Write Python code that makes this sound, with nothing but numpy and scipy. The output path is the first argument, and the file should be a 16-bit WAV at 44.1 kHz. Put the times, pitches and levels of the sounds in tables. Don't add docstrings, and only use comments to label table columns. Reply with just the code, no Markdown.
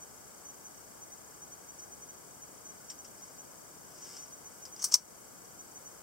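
import sys
import numpy as np
from scipy import signal
from scipy.fft import rfft, irfft, next_fast_len
from scipy.io import wavfile
from scipy.ndimage import uniform_filter1d

SR = 44100
rng = np.random.default_rng(int(sys.argv[2]) if len(sys.argv) > 2 else 0)


def digitize_waveform(pressure):
    field = np.atleast_2d(pressure).T
    bounded = np.clip(field, -1, 1)
    quanta = np.round(bounded * 32767).astype(np.int16)
    wavfile.write(sys.argv[1], SR, quanta)


N = 265658

# (frequency [Hz], relative level [dB])
FRAME_COLOUR = [(300, -38), (1400, -17), (2200, -15), (3000, -13), (4200, -17.5), (5200, 0.5), (5700, 0.5),
                (6500, -6.5), (8200, -3.5), (9800, -20), (15500, -24)]


def amp(db):
    return 10 ** (np.asarray(db) / 20)


def unit(x):
    return x / np.sqrt(np.mean(x ** 2) + 1e-20)


def along(points, hz):
    f, v = np.transpose(points)
    return np.interp(np.log(hz + 1), np.log(f + 1), v)


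def filtered(x, response):
    n = x.shape[-1]
    padded = next_fast_len(n + 8192)
    hz = np.fft.rfftfreq(padded, 1 / SR)
    return irfft(rfft(x, padded) * response(hz), padded)[..., :n]


def colour(points, tilt_db=0):
    return lambda hz: amp(along(points, hz) + tilt_db * np.log2(np.maximum(hz, 4000) / 5600))


def resonance(hz, centre_hz, width_hz):
    return 1j * hz * width_hz / (centre_hz ** 2 - hz ** 2 + 1j * hz * width_hz)


def add(track, s, sound):
    part = track[:, round(s * SR):][:, :sound.shape[-1]]
    part += sound[..., :part.shape[-1]]


def spread(n):
    # (frequency [Hz], side over mid [ratio])
    width = [(1000, 0.28), (5500, 0.27), (8000, 0.47), (13000, .95)]
    mid, side = rng.standard_normal((2, n))
    side = filtered(side, lambda hz: along(width, hz))
    return unit(np.array([mid + side, mid - side]))


def background():
    # (frequency [Hz], relative level [dB])
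    air_colour = [(20, -22), (60, -6), (150, -1), (400, -0.5), (1000, -3), (1500, -5.5), (2200, -11.5),
                  (2700, -14), (4000, -16.5), (5000, -10), (6500, -9.5), (8000, -4.5), (9300, -11.5),
                  (15500, -13.5)]
    # (frequency [Hz], left-right correlation [-1..1])
    likeness = [(40, 0.42), (200, 0.16), (1000, 0.018), (4000, 0.13), (12000, 0)]
    # (frequency [Hz], left minus right [dB])
    lean = [(40, 2.5), (300, 4), (4000, 3.5), (8000, 2), (15000, 2)]

    def mid_side_gain(hz):
        angle = np.arccos(np.clip(along(likeness, hz), -1, 1)) / 2
        return amp(along(air_colour, hz)) * [np.cos(angle), np.sin(angle)]

    mid, side = filtered(rng.standard_normal((2, N)), mid_side_gain)
    pair = np.array([mid + side, mid - side])
    pair = filtered(pair, lambda hz: amp(along(lean, hz) * [[.5], [-.5]]))
    return amp(-51.5) * unit(pair)


def lens_motor():
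    focus_s = [.02, .45, .48, .65, 1.02, 1.12, 1.42, 1.52, 1.69, 1.79, 1.82, 1.92, 2.02, 2.09, 2.42, 2.65,
               2.69, 2.89, 2.99, 3.22, 3.39, 4.02, 4.19, 4.22, 4.32, 4.45, 4.62, 4.72, 5.59, 5.76, 5.86]
    frame_hz, focus_phase_s = 29.97, 0.01715
    step_s, pitch_hz = .026, 6160
    t = np.arange(N) / SR
    step_t = np.arange(int(step_s * SR)) / SR
    chirp = np.sin(2 * np.pi * pitch_hz * step_t) * signal.windows.tukey(len(step_t), .25)
    motor = np.zeros((1, N))
    for s in focus_s:
        frame_start_s = np.floor(s * frame_hz) / frame_hz
        add(motor, frame_start_s + focus_phase_s, amp(-45) * chirp)
    beat = .5 + .5 * np.cos(2 * np.pi * frame_hz * (t - .014))
    whisper = unit(filtered(rng.standard_normal(N), lambda hz: 1 / (1 + ((hz - 6270) / 260) ** 2)))
    motor += amp(-57) * beat ** 1.3 * whisper
    lag = lambda hz: np.exp(np.array([[1j], [-1j]]) * 0.21 * hz / pitch_hz)
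    return filtered(motor * [[1], [-1]], lag)


def clatter(gain, stretch):
    # (frequency [Hz], t60 before stretch [s])
    ring_time = [(300, 0.13), (1100, 0.096), (3000, 0.12), (5600, 0.11), (9000, 0.095), (15000, 0.091)]
    noise = unit(filtered(spread(SR // 4), gain))
    hz, t, bands = signal.stft(noise, SR, nperseg=128)
    t60 = stretch * along(ring_time, hz)[:, None]
    decayed = signal.istft(bands * amp(-60 * t / t60), SR, nperseg=128)[1]
    return decayed[:, :SR // 4]


def steel_ring(modes, phase_spread):
    t = np.arange(SR // 4) / SR
    ring = np.zeros((2, len(t)))
    for hz, db, t60 in modes:
        phase = rng.uniform(0, 2 * np.pi) + phase_spread * rng.standard_normal((2, 1))
        level_db = db + rng.standard_normal()
        ring += amp(level_db - 60 * t / t60) * np.sin(2 * np.pi * hz * t + phase)
    return ring * (1 - np.exp(-t / 0.00037))


def ticks():
    # (time [s], clatter level [dB], note [Hz], mean note level [dB])
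    contacts = [(1.794, -55, 5100, -52), (2.8992, -41, 5540, -39), (2.902, -49, 8300, -44),
                (2.904, -52, 7520, -42), (3.0465, -47, 5420, -48), (4.166, -45.5, 5680, -49),
                (4.652, -44, 5070, -45.5), (4.7615, -48.5, 5080, -46.5), (4.793, -48, 5780, -39),
                (4.798, -51, 6350, -42), (4.815, -52, 6350, -36), (5.446, -56, 5520, -62)]
    out = np.zeros((2, N))
    for s, db, note_hz, note_db in contacts:
        add(out, s, amp(db) * clatter(colour(FRAME_COLOUR, tilt_db=-3), stretch=0.91))
        add(out, s, steel_ring([(note_hz, note_db, .07)], phase_spread=0.35))
    return out


def pressure():
    # (firmest time [s], level [dB], rise [s], fall [s])
    strokes = [(2.8, -68, .15, .25), (3.2, -60.5, 0.044, 0.19), (4.12, -50.5, 0.17, 0.15),
               (4.58, -66, .2, .25), (4.83, -52, .025, .03), (4.94, -47, 0.043, .025)]
    t = np.arange(N) / SR
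    power = np.zeros(N)
    for s, db, rise_s, fall_s in strokes:
        span_s = np.where(t < s, rise_s, fall_s)
        bell = np.exp(-((t - s) / span_s) ** 2)
        power += (amp(db) * bell) ** 2
    return np.sqrt(power)


def rubs():
    grain_db = 1.9
    grain = amp(grain_db * unit(uniform_filter1d(rng.standard_normal(N), size=90)))
    rub = unit(filtered(grain * spread(N), colour(FRAME_COLOUR, tilt_db=-3.5)))
    return pressure() * rub


def impulse(gain, size=2048):
    cepstrum = irfft(np.log(gain(np.fft.rfftfreq(size, 1 / SR)) + 1e-6))
    cepstrum[1:size // 2] *= 2
    cepstrum[size // 2 + 1:] = 0
    pulse = irfft(np.exp(rfft(cepstrum)))
    return pulse / np.abs(pulse).max()


def chatter(gain, t60):
    t = np.arange(SR // 20) / SR
    return unit(filtered(spread(len(t)), gain)) * amp(-60 * t / t60)


def blade():
    # (time [s], ring reference level [dB], crack level [dB], treble tilt [dB per octave])
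    blows = [(4.8207, -40.5, -30, 1), (4.8265, -36, -25, -1), (4.841, -24.5, -18, 7),
             (4.8437, -29, -12, -1), (4.8479, -32, -17, 3.5), (4.883, -42.5, -42, 7), (4.914, -45, -40, -1),
             (4.918, -37, -35, -5), (4.9229, -30.5, -19, -7), (4.9395, -23.5, -15, -0.5),
             (4.942, -20.5, -0.8, 0.5), (4.9460, -30, -22, 8)]
    # (frequency [Hz], relative level [dB])
    clash_colour = [(200, -48), (750, -33), (1130, -15), (1700, -26), (2300, -20), (3200, -20.5),
                    (3900, -15.5), (4500, -9.5), (5700, 2.5), (6800, -7.5), (8300, -5.5), (10200, -14),
                    (11300, -18.5), (15500, -19)]
    # (frequency [Hz], relative level [dB])
    crack_colour = [(200, -48), (1100, -26), (2300, -23.5), (3200, -21.5), (4000, -11.5), (5000, -1.5),
                    (5600, 2.5), (6800, -2), (8000, -8.5), (11000, -21), (15500, -21)]
    # (frequency [Hz], mean relative level [dB], t60 [s])
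    shut_modes = [(1115, -17.5, 0.1), (1222, -17.5, 0.058), (4490, -5.5, 0.051), (4520, -8, 0.038),
                  (5700, -4, .09), (5800, -2, 0.06), (5800, -6, 0.053), (6270, -7, 0.069),
                  (8070, -3, 0.077), (8040, -12, .08), (8660, -6, 0.059), (9400, 0, 0.037),
                  (10180, -9, .05), (13030, -14, .045), (14650, -15, .05)]
    # (frequency [Hz], mean relative level [dB], t60 [s])
    open_modes = [(1001, -22, .14), (4564, -12, .08), (4715, -12, .08), (5019, -12, .09), (5130, -11, .09),
                  (5240, -11, .08), (5348, -9, .07), (5469, -1, .055), (5655, -9, .16), (5832, -3, .085),
                  (5934, -4, .09), (6208, -4, .08), (6629, -5, .1), (7011, -7, .085), (7410, -14, .08),
                  (7970, -12, .07), (8250, -10, .075), (9412, -16, .07), (14500, -22, .07)]
    clear_s = 4.9
    crack_shut_hz, crack_open_hz, swing_s = 6400, 5480, .04
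    rebound_s = .00073
    out = np.zeros((2, N))
    for s, ring_db, crack_db, tilt_db in blows:
        swing = np.exp((blows[0][0] - s) / swing_s)
        pitch_hz = crack_open_hz + (crack_shut_hz - crack_open_hz) * swing

        def crack_gain(hz):
            peak = np.abs(1 + 2.1 * resonance(hz, pitch_hz, width_hz=250))
            return colour(crack_colour, tilt_db)(hz) * peak

        crack = amp(crack_db) * impulse(crack_gain)
        add(out, s, crack)
        add(out, s + rebound_s, 0.16 * crack)
        add(out, s, amp(crack_db - 24) * chatter(colour(clash_colour, tilt_db + 10), t60=.014))
        add(out, s, amp(ring_db - 3.5) * clatter(colour(clash_colour, tilt_db), stretch=1.03))
        modes = shut_modes if s < clear_s else open_modes
        add(out, s, amp(ring_db - 4.5) * steel_ring(modes, phase_spread=0.36))
    return out


def scene():
    sides = np.array([[.5], [-.5]])
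    placing = lambda hz: amp(3.0 * sides) * np.exp(-1j * sides * 0.35 * hz / 5600)
    knife = filtered(blade() + ticks() + rubs(), placing)
    wall_s = np.array([[.0091], [.0137]])
    echo = filtered(knife, lambda hz: amp(-18) * np.exp(-2j * np.pi * hz * wall_s))
    return knife + echo + lens_motor() + background()


def gain_control(x, threshold_db, react_s, release_s):
    t = np.arange(N) / SR
    peak_db = 20 * np.log10(np.abs(x).max(axis=0) + 1e-9)
    over_db = np.maximum(peak_db - threshold_db, 1e-9)
    held_db = np.exp(np.maximum.accumulate(np.log(over_db) + t / release_s) - t / release_s)
    delayed_db = np.interp(t - react_s, t, held_db)
    return x * amp(-uniform_filter1d(delayed_db, size=128))


def record(dry):
    # (centre [Hz], width [Hz], depth [0..1])
    dips = [(1872, 193, 0.68), (2610, 500, 0.54), (3470, 186, 1), (3915, 310, 0.78), (4250, 134, 1),
            (4870, 58, 1)]
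    top_hz, ceiling = 15800, .93

    def housing(hz):
        return np.prod([1 - np.clip(depth, 0, 1) * resonance(hz, c, w) for c, w, depth in dips], axis=0)

    ducked = gain_control(filtered(dry, housing), threshold_db=-5.0, react_s=.018, release_s=0.11)
    rounded = ducked / (1 + np.abs(ducked / ceiling) ** 8) ** (1 / 8)
    return filtered(rounded, lambda hz: hz < top_hz)


dry = scene()
out = record(dry)
digitize_waveform(out)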